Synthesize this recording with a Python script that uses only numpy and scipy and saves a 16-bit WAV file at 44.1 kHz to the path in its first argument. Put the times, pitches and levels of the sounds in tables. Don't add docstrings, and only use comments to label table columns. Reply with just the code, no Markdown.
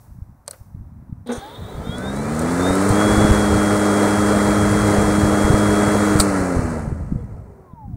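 import sys
import numpy as np
from scipy import signal
from scipy.fft import rfft, irfft, next_fast_len
from scipy.io import wavfile

SR = 44100
rng = np.random.default_rng(int(sys.argv[2]) if len(sys.argv) > 2 else 0)


def voltage_ratio(decibels):
    exponent = np.asarray(decibels, float) / 20
    return 10 ** exponent


def put_to_file(sound):
    columns = np.atleast_2d(sound).T
    safe = np.clip(columns, -1, 1)
    whole_steps = np.round(safe * 32767)
    wavfile.write(sys.argv[1], SR, whole_steps.astype(np.int16))


N = 351164
T = np.arange(N) / SR

# hz, level_db_per_hz
GARDEN_SPECTRUM = [(150, -35), (250, -20), (436, -17), (718, -13.5), (960, -14), (2040, -29), (3100, -48),
                   (4000, -42), (5200, -64.5), (8800, -120)]
GARDEN_DB = -60.5
GARDEN_GATE_SHARE = 0.23
# start_s, level_db, rise_s, t60_s
GATED_HISS = [
    (0.0, -60.5, 0.0018, 0.73),
    (.48, -49.5, 0.021, 0.53),
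    (1.26, -60, .02, 30.0),
]
# hz, level_db_per_hz
GATED_SPECTRUM = [(1470, -42), (2500, -9), (3150, -15), (5840, -2), (6710, -6), (8520, -3), (14300, -3),
                  (15800, 0)]
GATED_FLOOR_DB = -75.5
# time_s, gain_db
GATE = [(1.4, -9.5), (1.75, 0), (2.0, 3.5), (3.0, 1), (3.4, 0.5), (6.2, 0), (6.72, -1.5), (6.95, -13),
        (7.96, -20.5)]
BLADE_GATE_SHARE, WHINE_GATE_SHARE = 0.68, 1.6

# time_s, level_db
WIND_LEVEL = [(0.0, -57.5), (0.24, -46), (0.45, -61.5), (0.8, -49), (1.15, -46), (1.42, -61), (1.75, -41),
              (2.9, -40.5), (3.28, -28), (3.9, -42.5), (4.57, -32.5), (5.7, -36.5), (6.5, -43.5),
              (6.72, -34), (7.22, -38), (7.5, -52.5), (7.7, -62), (7.96, -34)]
# hz, level_db_per_hz
WIND_SPECTRUM = [(12, -44), (20, -23), (54, 0.5), (109, 0.5), (173, -7), (219, -9.5), (344, -25.5),
                 (400, -37), (520, -69), (880, -120)]
# time_s, peak_db, pitch_hz
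STRONG_EDDIES = [(.189, -26, 118), (.224, -19.5, 71), (.616, -27, 71), (.75, -21, 105), (.809, -25, 81),
                 (1.098, -24, 143), (1.128, -16, 122), (1.383, -21, 82), (1.624, -19.5, 110),
                 (1.874, -17, 160), (1.897, -12, 108), (2.908, -5.5, 107), (3.25, 0, 172), (3.314, 0, 58),
                 (5.185, -6, 160), (5.238, -5, 124), (5.452, -6, 75), (5.506, 0, 115), (5.543, 0, 87),
                 (5.881, -7.5, 144), (6.158, 3, 144), (6.2, -4, 70), (6.57, -9, 65), (6.594, -4.5, 113),
                 (6.878, -12, 102), (6.928, -10.5, 102), (7.125, -4.5, 151), (7.16, -9.5, 113),
                 (7.737, -25, 136), (7.886, -22, 108)]
SMALL_EDDIES, EDDY_ABOVE_DB, EDDY_SPREAD_DB, EDDY_LOW_HZ, EDDY_OCTAVES = 55, 26, 21.5, 62, 2

# start_s, peak_8khz_db, thud_above_peak_db, mid_4500hz_above_peak_db, t60_s
CLICKS = [(.4615, -55, -8, -10, 0.023), (.474, -54, 2, -6, 0.043), (0.4787, -19.5, -12, -7, 0.0085),
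          (.5077, -36, -17, -13, .008), (0.5098, -23.5, -22, -10.5, .01), (.5315, -54, 11, -4, .025),
          (1.272, -38.5, -34, -7, .012), (6.19, -19, -16.5, -16.5, .011), (6.198, -7, -15.5, -14, 0.023),
          (6.201, -6.5, -14.5, -0.5, 0.011), (6.206, -26.5, -20, -16, .022),
          (6.21, -20.5, -27, -16.5, 0.099)]
# centre_hz, width_hz, ring_share
SWITCH_BOX = [(550, 220, 5.4), (1200, 1100, 3.7), (4400, 950, 2.3), (8600, 2600, 1.53), (13800, 4000, 0.65),
              (6200, 960, 0.32), (2900, 1500, 0.65)]
# start_s, peak_db
GRIT = [(1.462, -41), (1.7, -46), (1.983, -29), (2.164, -28.5), (2.351, -27), (2.393, -20), (2.418, -25),
        (2.754, -18.5), (2.891, -19)]
GRIT_THUD_DB, GRIT_MID_DB, GRIT_T60_S = -26, -15, 0.0074
SNAP_TOP_DB = -10.5

# start_s, t60_s, boom_db, deck_db, rattle_db
JERKS = [
    (1.259, 0.17, -28.5, -37, -60),
    (1.289, 0.16, -16.5, -23, -51),
    (1.316, 0.1, -43, -36, -32.5),
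    (1.35, 0.16, -51, -33, -42),
]
JERK_RISE_S, BOOM_HZ = 0.019, 240.7
# centre_hz, width_hz, level_db
DECK_MODES = [(496, 67, 6), (806, 16, -4), (1090, 13, -8), (1450, 17, -8), (1900, 33, -36), (2220, 31, -49),
              (2370, 64, -33)]
# centre_hz, width_hz, level_db
RATTLE_MODES = [(6300, 1400, 5), (8800, 1400, 5.5), (10300, 900, -1)]

# time_s, rate_hz
BLADE_RATE = [(1.3, 26.06), (1.42, 32.54), (1.56, 41.84), (1.8, 53.9), (2.06, 64.86), (2.5, 85.1),
              (2.8, 96.7), (2.99, 103.5), (3.2, 105), (3.5, 102.6), (4.9, 102.5), (5.9, 103.2),
              (6.2, 102.5), (6.77, 76.96), (7.25, 58.25), (7.66, 46.07), (7.8, 37.1), (7.96, 28)]
OFF_S, BRAKE_S = 6.2, 6.6
# full_speed_db, growth_db_per_octave, start_swirl_db, gate_share
AIR = [
    (-24, 18, -40.5, 0.67),
    (-25, 23.5, -40.5, 0.76),
    (-34, 25.5, -56, 0.89),
]
# hz, level_db_per_hz
RUMBLE_SPECTRUM = [(140, -13.5), (230, -9), (254, -9.5), (307, -7.5), (356, -11), (410, -4.5),
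                   (1000, -14.5), (1300, -50.5), (2200, -120)]
# hz, level_db_per_hz
RUSH_SPECTRUM = [(470, -4), (800, -22), (1000, -4), (1240, 2.5), (1380, 0.5), (1740, -6), (2040, -7),
                 (2820, -22.5), (3000, -25), (3900, -48), (6600, -120)]
# hz, level_db_per_hz
HISS_SPECTRUM = [(1650, -44), (2800, -23), (3500, -17), (3900, -13), (4320, -10.5), (4780, -13.5),
                 (8850, -7.5), (12100, -23), (13500, -28), (15800, -24.5)]
SWIRL_T60_S = 1.8
# centre_hz, width_hz, share
COAST_DULLING = [(3500, 820, 0.42), (13500, 5000, .35)]
# multiple, full_speed_db, growth_db_per_octave
BLADE_TONES = [(1, -27, 28.5), (2, -22, 22), (3, -22.5, 19), (4, -28.5, 18), (5, -35, 20.5), (6, -31, 32.5),
               (8, -42, 27.5), (13, -45.5, 37.5), (14, -39, 41)]

# blade_rate_multiple, level_db, change_by_full_speed_db, deck_panel_share_db
STATOR_LINES = [(8, 0, -6, 0), (12, -20, -6, 0), (16, -19, 0, 0), (24, 0, -42, 0), (32, 2, 4, -19),
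                (40, -6, 10, -12), (48, -16, -40, 19), (56, 1, -6, -19), (64, -5, -6, -24),
                (72, -10, -4, -10), (80, 4, -4, -26), (88, 2, 21, -23), (96, -20, 0, -8)]
# hz, gain_db
HOUSING = [(320, -64), (400, -47), (650, -49), (880, -43), (1150, -53), (1550, -45), (2000, -48),
           (2400, -48), (2950, -74), (3200, -58), (3380, -44), (3490, -53), (3630, -44), (3950, -64)]
# hz, gain_db
WITH_ROTOR = [(2100, 0), (2400, 9), (3000, -2), (3200, 6), (3380, -1), (3600, -9), (3900, 9), (4400, -13)]
# hz, gain_db
AGAINST_ROTOR = [(3150, 0), (3380, -11), (3600, -1), (3800, 8), (4300, -8)]
# hz, gain_db
STANDING = [(1100, 0), (1250, 4), (1620, 0), (1800, -14), (2600, -20), (3100, 0)]
# time_s, current_db
CURRENT = [(1.36, -37), (1.43, 9.5), (1.6, -2.5), (2.0, 2.5), (5.3, -0.5), (5.7, 2), (6.19, -2.5),
           (6.21, -40), (7.05, -13), (7.19, 6), (7.32, -30), (7.5, -6), (7.7, -3), (7.85, 2.5), (7.89, -10),
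           (7.93, -7), (7.96, -8)]
BRAKE_TREBLE_DB = -13
STALL_BUZZ_DB, STALL_T60_S, RUN_BUZZ_DB = -42.5, 2.1, -52
CHOPPER_HZ, CHOPPER_DB, CHOPPER_FADE_DB, CHOPPER_RISE_S, BRAKE_CHOP_DB = 15910, -60, -23, .08, -83

# hz, echo_share
GROUND = [(500, .0), (2000, .15), (2600, .6), (3500, .85), (4200, .5), (5200, .2), (7000, .0)]
GROUND_DELAY_S = .003
CEILING, TOP_HZ = .66, 15730


def in_time(rows):
    s, *columns = np.transpose(rows)
    return [np.interp(T, s, c) for c in columns]


def at_hz(points, hz):
    table_hz, value = np.array(points).T
    return np.interp(np.log(hz + 1e-9), np.log(table_hz), value)


def rms_one(x):
    return x / np.sqrt(np.mean(x ** 2) + 1e-30)


def drift(rate_hz):
    r = np.exp(-2 * np.pi * rate_hz / SR)
    return rms_one(signal.lfilter([1], [1, -2 * r, r * r], rng.standard_normal(N + SR))[SR:])


def coloured(spectrum):
    size = next_fast_len(N)
    hz = np.fft.rfftfreq(size, 1 / SR)
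    ends = [(spectrum[0][0] / 2, -70)] + list(spectrum) + [(spectrum[-1][0] * 1.3, -70)]
    shaped = rfft(rng.standard_normal(size)) * voltage_ratio(at_hz(ends, hz))
    return rms_one(irfft(shaped, size)[:N])


def resonance(x, hz, width_hz):
    r = np.exp(-np.pi * width_hz / SR)
    poles = [1, -2 * r * np.cos(2 * np.pi * hz / SR), r * r]
    return signal.lfilter(np.array([1, 0, -1]) * (1 - r * r) / 2, poles, x)


def burst(start_s, rise_s, t60_s):
    age_s = np.maximum(T - start_s, 0)
    swell = 1 - np.exp(-age_s / max(rise_s, 1e-4))
    return swell * voltage_ratio(-60 * np.minimum(age_s / t60_s, 4))


def garden():
    opened = sum(voltage_ratio(db) * burst(s, rise_s, t60_s) for s, db, rise_s, t60_s in GATED_HISS)
    gated = voltage_ratio(GATED_FLOOR_DB) + opened * (T < OFF_S)
    lift = np.minimum(gated / voltage_ratio(-71.5), 2) ** GARDEN_GATE_SHARE
    murmur = voltage_ratio(GARDEN_DB + drift(3)) * lift * coloured(GARDEN_SPECTRUM)
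    return murmur + gated * coloured(GATED_SPECTRUM)


def wind():
    wind_db = in_time(WIND_LEVEL)[0]
    eddies = list(STRONG_EDDIES)
    for i, (when, size, pitch) in enumerate(rng.random((SMALL_EDDIES, 3))):
        s = (i + when) * (N / SR - .1) / SMALL_EDDIES + .05
        peak_db = wind_db[int(s * SR)] + EDDY_ABOVE_DB - EDDY_SPREAD_DB * size
        eddies.append((s, peak_db, EDDY_LOW_HZ * 2 ** (EDDY_OCTAVES * pitch)))
    out = voltage_ratio(wind_db + 8.5 + 2.5 * drift(7.8)) * coloured(WIND_SPECTRUM)
    for s, peak_db, hz in eddies:
        i = int(s * SR)
        age_s = np.arange(-2000, min(2000, N - i)) / SR
        push = np.cos(2 * np.pi * hz * age_s + rng.uniform(0, 2 * np.pi))
        out[i - 2000:i + 2000] += voltage_ratio(peak_db) * np.exp(-(age_s * hz / 0.35) ** 2) * push
    return out


def snaps(events):
    out = np.zeros(N)
    age_s = np.arange(4000) / SR
    for k, (hz, width_hz, ring_share) in enumerate(SWITCH_BOX):
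        strikes = np.zeros(N)
        for s, peak_db, thud_db, mid_db, t60_s in events:
            band_db = [thud_db, thud_db, mid_db, 0, SNAP_TOP_DB, -5.0, thud_db - 4.5][k]
            decay_db = -60 * age_s / max(ring_share * t60_s, .002)
            i = int(s * SR)
            strikes[i:i + 4000] += voltage_ratio(peak_db + band_db + decay_db)
        noise = strikes * rng.standard_normal(N)
        ring = resonance(resonance(noise, hz, width_hz), hz, width_hz)
        out += ring * np.sqrt(SR / width_hz)
    return voltage_ratio(-4.5) * out


def switch_clicks():
    return snaps(CLICKS)


def grit():
    return snaps([(s, db, GRIT_THUD_DB, GRIT_MID_DB, GRIT_T60_S) for s, db in GRIT])


def jerk():
    white = rng.standard_normal((2, N))
    cycle = 2 * np.pi * BOOM_HZ * T
    boom = np.cos(cycle) + .5 * np.cos(2 * cycle) + 0.14 * np.cos(3 * cycle)
    deck, rattle = np.zeros(N), np.zeros(N)
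    for hz, width_hz, db in DECK_MODES:
        deck += voltage_ratio(db) * resonance(white[0], hz, 2 * width_hz) / np.sqrt(width_hz)
    deck = rms_one(signal.sosfilt(signal.butter(4, 2100, fs=SR, output="sos"), deck))
    for hz, width_hz, db in RATTLE_MODES:
        rattle += voltage_ratio(db) * resonance(resonance(white[1], hz, width_hz), hz, width_hz)
    rattle = rms_one(rattle)
    out = np.zeros(N)
    for s, t60_s, boom_db, deck_db, rattle_db in JERKS:
        body = voltage_ratio(boom_db) * boom + voltage_ratio(deck_db) * deck + voltage_ratio(rattle_db) * rattle
        out += 2.37 * burst(s, JERK_RISE_S, t60_s) * body
    return out


def air(speed_hz, turn):
    octaves = np.log2(speed_hz / 103)
    gate_db = in_time(GATE)[0]
    swirl = burst(JERKS[1][0], .05, SWIRL_T60_S)
    rumble, rush, hiss = [voltage_ratio(db + growth_db * octaves + share * gate_db) + voltage_ratio(swirl_db) * swirl
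                          for db, growth_db, swirl_db, share in AIR]
    gust = drift(2.9)
    puff = 1 + 0.12 * np.sin(turn)
    out = rumble * voltage_ratio(2.5 + 1.04 * gust + drift(26)) * coloured(RUMBLE_SPECTRUM)
    out += rush * voltage_ratio(-0.5 + .5 * gust + 0.5 * drift(22)) * puff * coloured(RUSH_SPECTRUM)
    fine = coloured(HISS_SPECTRUM)
    lost = sum(share * resonance(fine, hz, width_hz) for hz, width_hz, share in COAST_DULLING)
    fine = fine - (T > OFF_S) * lost
    out += hiss * voltage_ratio(1 + 0.27 * gust + 0.56 * drift(55)) * puff * fine
    return out * np.clip((T - JERKS[0][0]) / 0.032, 0, 1)


def blade(speed_hz, turn):
    gate_db = BLADE_GATE_SHARE * in_time(GATE)[0]
    octaves = np.log2(speed_hz / np.max(speed_hz))
    flutter = 0.054 * drift(2.2)
    out = np.zeros(N)
    for k, level_db, growth_db in BLADE_TONES:
        tune = k * speed_hz / BOOM_HZ
        lag = np.arctan2(.12 * tune, 1 - tune ** 2)
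        boom_db = 3.9 * np.exp(-(np.log(tune) / 0.21) ** 2)
        gain = voltage_ratio(level_db + growth_db * octaves + gate_db + 0.42 * drift(3.8) + boom_db)
        out += np.sqrt(2) * gain * np.cos(k * (turn + flutter) - lag + 0.45 * drift(1.9))
    return out * (T > JERKS[0][0])


def stator_whine(speed_hz, turn, full, current_db, gate_db):
    waves = {8: WITH_ROTOR, 16: AGAINST_ROTOR, 0: STANDING}
    out = np.zeros(N)
    for k, level_db, change_db, panel_db in STATOR_LINES:
        hz = k * speed_hz
        gain_db = level_db + change_db * full + panel_db * (hz < 2900) + at_hz(HOUSING, hz) + current_db
        gain_db += gate_db * np.clip((hz - 1050) / 350, 0, 1)
        if k % 24 in waves:
            gain_db += at_hz(waves[k % 24], hz)
        gain_db += BRAKE_TREBLE_DB * (T > OFF_S) * (hz > 1150)
        gain_db += (2.4 - 1.8 * full) * drift(11)
        out += np.sqrt(2) * voltage_ratio(gain_db) * np.sin(k * turn + rng.uniform(0, 2 * np.pi))
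    return out


def chopper(turn, full):
    carrier = 2 * np.pi * CHOPPER_HZ * T
    sides = np.sin(carrier - 8 * turn) + voltage_ratio(-14) * np.sin(carrier - 24 * turn)
    rise = np.clip((T - CURRENT[0][0]) / CHOPPER_RISE_S, 0, 1)
    level = voltage_ratio(CHOPPER_DB + CHOPPER_FADE_DB * full ** .4) * rise * (T < OFF_S)
    level += voltage_ratio(BRAKE_CHOP_DB) * np.clip((T - BRAKE_S) / .15, 0, 1)
    return np.sqrt(2) * level * sides


def shell_buzz(full, current_db, gate_db):
    white = rng.standard_normal(N)
    shell = rms_one(resonance(resonance(white, 3550, 800), 3550, 800))
    stall = voltage_ratio(STALL_BUZZ_DB) * burst(JERKS[0][0], 0.017, STALL_T60_S)
    run = voltage_ratio(RUN_BUZZ_DB + current_db + gate_db) * full * (T < OFF_S)
    return (stall + run) * shell


def motor(speed_hz, turn):
    current_db = in_time(CURRENT)[0]
    gate_db = WHINE_GATE_SHARE * in_time(GATE)[0]
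    full = (speed_hz / np.max(speed_hz)) ** 4
    tones = stator_whine(speed_hz, turn, full, current_db, gate_db) + chopper(turn, full)
    return tones * (T > CURRENT[0][0]) + shell_buzz(full, current_db, gate_db)


def ground_echo(x):
    size = next_fast_len(N + 512)
    hz = np.fft.rfftfreq(size, 1 / SR)
    share = np.clip(at_hz(GROUND, hz), 0, 1)
    comb = (1 + share * np.exp(-2j * np.pi * hz * GROUND_DELAY_S)) / np.sqrt(1 + share ** 2)
    return irfft(rfft(x, size) * comb, size)[:N]


def scene():
    speed_hz = in_time(BLADE_RATE)[0]
    turn = 2 * np.pi * np.cumsum(speed_hz) / SR
    mower = jerk() + air(speed_hz, turn) + blade(speed_hz, turn) + motor(speed_hz, turn)
    return (garden() + wind() + switch_clicks() + grit() + ground_echo(mower))[None]


def low_pass(x):
    return signal.sosfilt(signal.butter(12, 16530, fs=SR, output="sos"), x)


def record(dry):
    held = dry / (1 + (dry / CEILING) ** 6) ** (1 / 6)
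    cut = signal.sosfilt(signal.ellip(12, .3, 70, TOP_HZ, fs=SR, output="sos"), held)
    cut *= np.clip((N / SR - T) / .006, .3, 1)
    return low_pass(cut)


dry = scene()
out = record(dry)
put_to_file(out)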